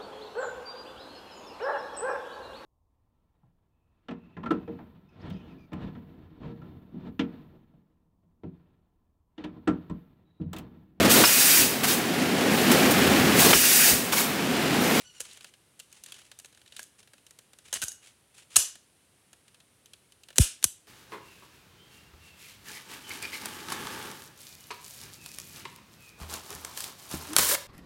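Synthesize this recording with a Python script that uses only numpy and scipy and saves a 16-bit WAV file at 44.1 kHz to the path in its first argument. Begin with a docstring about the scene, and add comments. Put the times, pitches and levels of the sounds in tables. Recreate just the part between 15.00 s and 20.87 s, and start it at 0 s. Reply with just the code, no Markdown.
"""A plastic toy gun is turned in the hand, close to a small microphone in a quiet room.
It squeaks briefly in the grip, then its shell rubs and clicks. It is cocked in a cluster of snaps
that ring the spring, and fired three times: one shot, a pause, then two in quick succession.
The second shot hits the microphone with a puff of air from the plunger.
The limiter ducks the loud bangs, so the room's answer swells up just after them."""
import sys
import numpy as np
from scipy import signal
from scipy.fft import rfft, irfft, next_fast_len
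from scipy.io import wavfile
from scipy.ndimage import uniform_filter1d, minimum_filter1d, map_coordinates

SR = 44100
rng = np.random.default_rng(int(sys.argv[2]) if len(sys.argv) > 2 else 0)


def store_wav(level_fs):
    """Save 16-bit WAV to argv[1]."""
    pcm = np.round(np.clip(np.atleast_2d(level_fs), -1, 1) * 32767)
    wavfile.write(sys.argv[1], SR, pcm.T.astype(np.int16))


N = 258867

# Hard contacts: the shell knocks hard in the hand, or the catch or plunger strikes home; knock and clack are
# relative to the level: # start_s, level_db, knock_db, clack_db, t60_s, run_up_s, run_up_db, spring_db
SNAPS = [(0.2034, -19.5, -18.5, -17.5, 0.033, 0.0047, -36.5, -70),
         (1.7924, -26.5, -9, -14, 0.023, 0.015, -45, -70), (1.8294, -25, -25, -22, 0.014, 0.014, -43, -65),
         (2.7275, -15.5, -9, -16.5, 0.028, 0.004, -62, -60),
         (2.7395, -17, -17.5, -23.5, 0.023, 0.0066, -33, -40),
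         (2.8377, -11.5, -24.5, -23.5, 0.014, 0.0207, -17.5, -46),
         (2.8828, -13, -42, -31, 0.0092, 0.004, -55, -37.5),
         (2.9186, -18, -34, -33, 0.006, 0.004, -43, -51),
         (3.565, 7.5, -23.5, -19, 0.026, 0.0067, -6.5, -28.5),
         (5.3825, 17.5, -17, -19, 0.014, 0.0245, -29, -51),
         (5.6272, -21.5, -9, -7, 0.013, 0.01, -50, -70.5),
         (5.6412, 4.5, -20, -20, 0.016, 0.005, -37.5, -62)]


def amp(db):
    """Decibels to gain."""
    return 10 ** (np.asarray(db) / 20)


def unit(x):
    """Scale to rms 1."""
    return x / np.sqrt(np.mean(x ** 2) + 1e-20)


def along(points, hz):
    """Read a curve of (freq_hz, value) points on a log frequency axis."""
    freqs, values = np.transpose(points)
    return np.interp(np.log(hz + 1), np.log(freqs + 1), values)


def filtered(x, response):
    """Filter x by a complex response, given as a function of frequency."""
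    size = next_fast_len(N + SR // 2)
    return irfft(rfft(x, size) * response(np.fft.rfftfreq(size, 1 / SR)), size)[:N]


def noise(spectrum):
    """Coloured noise of rms 1."""
    return unit(filtered(rng.standard_normal(N), lambda hz: amp(along(spectrum, hz))))


def wobble(rate):
    """A smooth random curve with `rate` knots a second."""
    knots = rng.standard_normal(int(N * rate / SR) + 4)
    return map_coordinates(knots, [np.arange(N) * rate / SR])


def add(track, start_s, sound):
    """Mix a sound into the track at start_s."""
    part = track[max(round(start_s * SR), 0):][:len(sound)]
    part += sound[:len(part)]


def hiss():
    """A faint, steady bed of noise."""
    spectrum = [(20, -41), (40, -21), (65, -3.5), (110, -2), (220, -6.5), (400, -8.5), (800, -14.5),
                (1500, -15.5), (3000, -15), (5000, -19.5), (7300, -20), (9200, -13), (11000, -18),
                (13000, -27.5), (16000, -32.5)]  # colour of the bed: freq_hz, level_db
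    return amp(-65.5) * noise(spectrum)


def room(x, build_up_s, treble_db):
    """Wall echoes thicken into a short, bright tail whose treble dies first."""
    decay = [(100, 0.27), (500, 0.26), (1500, 0.35), (4000, 0.35), (8000, 0.28), (15000, 0.2)]  # reverb time of the room: freq_hz, t60_s
    hz, t, bands = signal.stft(rng.standard_normal(SR // 2), SR, nperseg=256)
    colour_db = along([(2000, 0), (14000, treble_db)], hz)[:, None]
    decay_db = 60 * t / along(decay, hz)[:, None]
    tail = signal.istft(bands * amp(colour_db - decay_db), SR, nperseg=256)[1]
    tail *= 1 - np.exp(-(np.arange(len(tail)) / SR / build_up_s) ** 2)
    return signal.oaconvolve(x, tail / np.linalg.norm(tail))[:N]


def echoes(clicks, soft_layers, directions):
    """The shell radiates differently in each direction, and each takes its own way round the room."""
    send_curve = [(0, -15), (2.7, -11.5), (3.601, -11.5), (5.39, -16), (5.618, -19)]  # reverb send, lower as the toy nears the microphone: time_s, level_db
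    send = amp(np.interp(np.arange(N) / SR, *np.transpose(send_curve)))
    reverb = np.zeros(N)
    for _ in range(directions):
        radiated = action() + handling(clicks) + soft_layers
        reverb += room(send * radiated, build_up_s=0.016, treble_db=7.0)
    return reverb / np.sqrt(directions)


def rubbing(grain_db, grain_hz, catch_db, catch_hz):
    """The toy slides in the palm, catching and letting go; tiny slips roughen slide and strokes."""
    slide = [(0.02, -53), (0.09, -68), (0.17, -57.5), (0.28, -52), (0.41, -61), (0.49, -58.5), (0.53, -97),
             (0.88, -74), (0.93, -57.5), (1.02, -64.5), (1.08, -57.5), (1.24, -60), (1.35, -74.5),
             (1.67, -71), (1.8, -54.5), (1.87, -80)]  # friction as the toy is turned over: time_s, level_db
    strokes = [(1.982, 0.036, -55), (2.64, 0.11, -57.5), (2.743, 0.037, -33.5), (3.016, 0.12, -55),
               (3.337, 0.12, -55), (3.499, 0.15, -51)]  # plastic brushing plastic and skin: start_s, length_s, level_db
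    spectrum = [(200, -11.5), (900, -10), (1700, -6.5), (2200, -3.5), (3000, -1.5), (4800, -7), (6800, -5),
                (10000, -6), (12500, -23), (16000, -24)]  # colour of the friction: freq_hz, level_db
    slide_db = np.interp(np.arange(N) / SR, *np.transpose(slide), right=-np.inf)
    envelope = amp(slide_db + catch_db * wobble(catch_hz))
    for start_s, length_s, level_db in strokes:
        progress = np.linspace(0, 1, int(length_s * SR))
        swell = np.abs(np.sin(np.pi * progress ** 0.66))  # quick rise, slower fade
        add(envelope, start_s, amp(level_db) * swell)
    return envelope * unit(noise(spectrum) * amp(grain_db * wobble(grain_hz)))


def squeak(jitter, flutter_db):
    """The grip sticks and slips unevenly, fast enough to give a thin tone."""
    contour = [(0.037, 1500, -73), (0.06, 1480, -54), (0.095, 1464, -55), (0.13, 1450, -70),
               (0.17, 1450, -55.5), (0.2, 1416, -58)]  # path of the squeak: time_s, pitch_hz, level_db
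    partials = [(1, -13.5), (2, -1.5), (3, -8.5), (4, -5), (5, -9)]  # its timbre: harmonic_number, level_db
    time_s, pitch_hz, level_db = np.transpose(contour)
    t = np.arange(N) / SR
    wavering_hz = np.interp(t, time_s, pitch_hz) * (1 + jitter * wobble(900))
    phase = 2 * np.pi * np.cumsum(wavering_hz) / SR
    tone = sum(amp(db + flutter_db * wobble(149)) * np.sin(k * phase) for k, db in partials)
    return unit(tone) * np.interp(t, time_s, amp(level_db), left=0, right=0)


def contacts(hits, crack_db, knock_db, clack_db, ring_out, attack_s):
    """Each contact cracks at the edge, knocks the hollow of the shell and clacks in the walls."""
    # Colours of the bright edge, the hollow and the walls: freq_hz, level_db
    crack_spectrum = [(300, -34.5), (1200, -21.5), (2200, -21.5), (3200, -15), (5400, -3.5), (6600, 3.5),
                      (7400, 1), (8800, 2.5), (10500, -2), (12500, -8), (15000, -15.5), (16500, -32.5)]
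    knock_spectrum = [(30, -46), (100, -20), (300, -14), (550, -3), (820, -9), (1150, -10), (1650, 1),
                      (2050, -7), (2900, -5), (4500, -9), (9000, -23)]
    clack_spectrum = [(800, -25), (2100, -14.5), (2600, 0.5), (3100, 2.5), (3450, -3), (3900, 1.5),
                      (5000, -9), (8000, -12), (16000, -38)]
    t = np.arange(SR // 4) / SR
    crack, knock, clack = np.zeros((3, N))
    rise = 1 - np.exp(-t / attack_s)
    for start_s, level_db, hollow_db, wall_db, t60_s in hits:  # overlapping contacts add in power
        add(crack, start_s, (amp(level_db - 60 * t / t60_s) * rise) ** 2)
        body = amp(level_db - 60 * t / (t60_s * ring_out)) * rise
        add(knock, start_s, (amp(hollow_db) * body) ** 2)
        add(clack, start_s, (amp(wall_db) * body) ** 2)
    # The shell's many damped modes blur into noise.
    layers = [(crack_db, crack, crack_spectrum), (knock_db, knock, knock_spectrum),
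              (clack_db, clack, clack_spectrum)]
    return sum(amp(db) * np.sqrt(power) * noise(spectrum) for db, power, spectrum in layers)


def fidget_ticks(per_s, scatter_db):
    """Cues for handling(): loose parts tick faintly at uneven gaps as the fingers shift their grip."""
    fidgets = [(0.36, 0.4), (1.08, 1.22), (1.49, 1.66), (2.02, 2.17), (4.48, 4.59), (5.26, 5.34)]  # spells of finger movement: start_s, end_s
    level_db, knock_db, clack_db = -47.5, -14, -9
    ticks = []
    for start_s, end_s in fidgets:
        slots = np.arange(start_s, end_s, 1 / per_s)
        for slot_s, (late, strength) in zip(slots, rng.random((len(slots), 2))):
            tick_db = level_db + scatter_db * (2 * strength - 1)
            ticks.append((slot_s + late / per_s, tick_db, knock_db, clack_db))
    return ticks


def handling(clicks, t60_s=0.022):
    """Loose parts click as the toy turns in the hand."""
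    hits = [(*click, t60_s) for click in clicks]
    return contacts(hits, crack_db=-8.0, knock_db=4.0, clack_db=2.0, ring_out=1.73, attack_s=0.00044)


def shell_notes():
    """A knock rings one damped note of the shell, set by where it is struck and held."""
    knocks = [(0.204, 493, -41, 0.037), (1.123, 3240, -35.5, 0.021), (1.7934, 1660, -35, 0.034),
              (2.825, 1528, -28.5, 0.037), (3.566, 1120, -18, 0.015), (3.567, 654, -27.5, 0.0098)]  # hollow notes: start_s, pitch_hz, level_db, t60_s
    t, notes = np.arange(SR // 4) / SR, np.zeros(N)
    for start_s, pitch_hz, level_db, t60_s in knocks:
        add(notes, start_s, amp(level_db - 60 * t / t60_s) * np.sin(2 * np.pi * pitch_hz * t))
    return notes


def spring(scatter_db):
    """Every snap rings the spring's modes at new strengths."""
    modes = [(1530, -19, 0.09), (2896, -13, .42), (3800, -17, 0.149), (6300, -9.5, .09), (6550, 8, 0.041),
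             (7000, -2, .07), (7850, -6.5, 0.07), (8310, -8, .06), (9400, -5.5, .07), (10270, -4.5, 0.1)]  # resonances of the spring and its catch: pitch_hz, level_db, t60_s
    t, ring = np.arange(SR // 2) / SR, np.zeros(N)
    pitch_hz, level_db, t60_s = np.transpose(modes)[:, :, None]
    tones = amp(level_db - 60 * t / t60_s) * np.sin(2 * np.pi * pitch_hz * t)
    for start_s, *_, spring_db in SNAPS:
        strengths = amp(spring_db + rng.normal(0, scatter_db, len(modes)))
        add(ring, start_s, strengths @ tones)
    return ring


def puff(start_s, level_db, tilt_db, corner_hz=58, top_hz=900):
    """The plunger's air reaches the microphone as one low push; more tilt makes it thinner."""
    def response(hz):
        hump = (hz / corner_hz) ** 5 / (1 + (hz / corner_hz) ** 2) ** 4 / (1 + (hz / top_hz) ** 4)
        colour = hump * amp(tilt_db * np.log2(hz + 1))
        return colour / np.mean(colour)

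    push = np.zeros(N)
    add(push, start_s, amp([level_db]))
    return filtered(push, response)


def action(teeth=4, rebound_s=0.0085, rebound_loss_db=8, rebound_max_db=-15):
    """Hard knocks in the hand, cocking and firing: each snap is a run-up over evenly spaced teeth, a blow and
    one rebound."""
    chatter = (-10.5, -16, 0.02)  # the plunger on the teeth of its guide: knock_db, clack_db, t60_s
    hits = []
    for start_s, level_db, knock_db, clack_db, t60_s, run_up_s, run_up_db, _ in SNAPS:
        tooth_times = np.linspace(start_s - run_up_s, start_s, teeth, endpoint=False)
        hits += [(tooth_s, run_up_db, *chatter) for tooth_s in tooth_times]
        hits.append((start_s, level_db, knock_db, clack_db, t60_s))
        rebound_db = min(level_db - rebound_loss_db, rebound_max_db)  # capped by the short travel
        hits.append((start_s + rebound_s, rebound_db, knock_db, clack_db, t60_s))
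    return contacts(hits, crack_db=-6.5, knock_db=-0.5, clack_db=3.5, ring_out=0.84, attack_s=0.00076)


def scene():
    """The toy and its room over a faint hiss, in mono."""
    # Light clicks of shell and trigger; knock and clack are relative to the level:
    # start_s, level_db, knock_db, clack_db
    shell_clicks = [(0.312, -42, -29, -5), (0.332, -35.5, -34, -34), (0.3726, -38, -16, -15.5),
                    (0.4078, -39, -17, -9.5), (0.444, -33.5, -12.5, -11.5), (0.538, -42.5, -16.5, -10.5),
                    (0.7926, -39, -24, -12.5), (0.799, -27.5, -25, -15), (0.9263, -34, -35, -18),
                    (1.037, -27, -33, -20.5), (1.061, -33, -20, -13.5), (1.1209, -28, -24, -14.5),
                    (1.142, -36.5, -26, -12), (1.1882, -41, -15, -13), (1.3151, -36, -13, -9.5),
                    (1.3882, -30.5, -26, -28), (1.3979, -31.5, -25, -20), (1.446, -35, -15, -16),
                    (1.4574, -36, -29, -19), (1.6767, -46.5, -27, -4), (1.722, -41.5, -18, -4.5),
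                    (1.765, -27.5, -25, -11.5), (2.134, -42, -11.5, -28), (2.2655, -38.5, -23, -14.5),
                    (2.3077, -37, -21, -23), (2.388, -35, -17.5, -19), (2.5327, -41, -13, -18),
                    (2.5867, -38, -18.5, -17), (3.3812, -38, -20, -20), (3.7543, -37, -16, -17),
                    (4.3302, -38.5, -16, -19.5), (4.8579, -39.5, -29, -13.5), (4.934, -35.5, -21, -11),
                    (5.1214, -43, -31, -10.5), (5.234, -37.5, -32, -12.5), (5.2855, -39.5, -13, -10),
                    (5.3035, -43, -6.5, -10)]
    puffs = [(2.829, -35.5, 6), (3.568, -32.5, 8.5), (5.385, -6, 16), (5.3929, -1, 1.5), (5.646, -30, 5)]  # air from the plunger: start_s, level_db, tilt_db_per_octave
    soft_layers = spring(scatter_db=2.5) + shell_notes()
    soft_layers += rubbing(grain_db=3.0, grain_hz=220, catch_db=2, catch_hz=45)
    soft_layers += squeak(jitter=0.029, flutter_db=3.5)
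    air = sum(puff(*row) for row in puffs)
    bed = hiss()
    clicks = list(shell_clicks) + fidget_ticks(per_s=24, scatter_db=1.5)
    direct = action() + handling(clicks) + soft_layers + air
    return (bed + direct + echoes(clicks, soft_layers, directions=3))[None]


def microphone(x, lag_cycles, low_hz, high_hz):
    """Between two corners the microphone's bass arrives late, so a push becomes a falling thump."""
    def response(hz):
        phase = -2 * np.pi * lag_cycles * np.log((hz + low_hz) / (hz + high_hz))
        return np.exp(1j * phase)

    return filtered(x, response)


def limiter(x, ceiling_db, release_db_per_s):
    """The gain drops at once for a peak and climbs back at a steady rate."""
    over_db = np.maximum(20 * np.log10(np.abs(x) + 1e-9) - ceiling_db, 0)
    recovery_db = release_db_per_s * np.arange(N) / SR
    cut_db = np.maximum.accumulate(over_db + recovery_db) - recovery_db
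    held_gain = minimum_filter1d(amp(-cut_db), size=45)  # about 1 ms
    return x * uniform_filter1d(held_gain, size=45)


def record(dry):
    """Microphone, limiter, low cut and band limit."""
    low_cut_hz, top_hz = 36, 16200
    heard = microphone(dry[0], lag_cycles=1.9, low_hz=17, high_hz=870)
    ducked = limiter(heard, ceiling_db=-1.5, release_db_per_s=380.0)
    passband = lambda hz: (hz < top_hz) * hz ** 2 / np.hypot(hz ** 2, low_cut_hz ** 2)
    return filtered(ducked, passband)[None]


dry = scene()
out = record(dry)
store_wav(out)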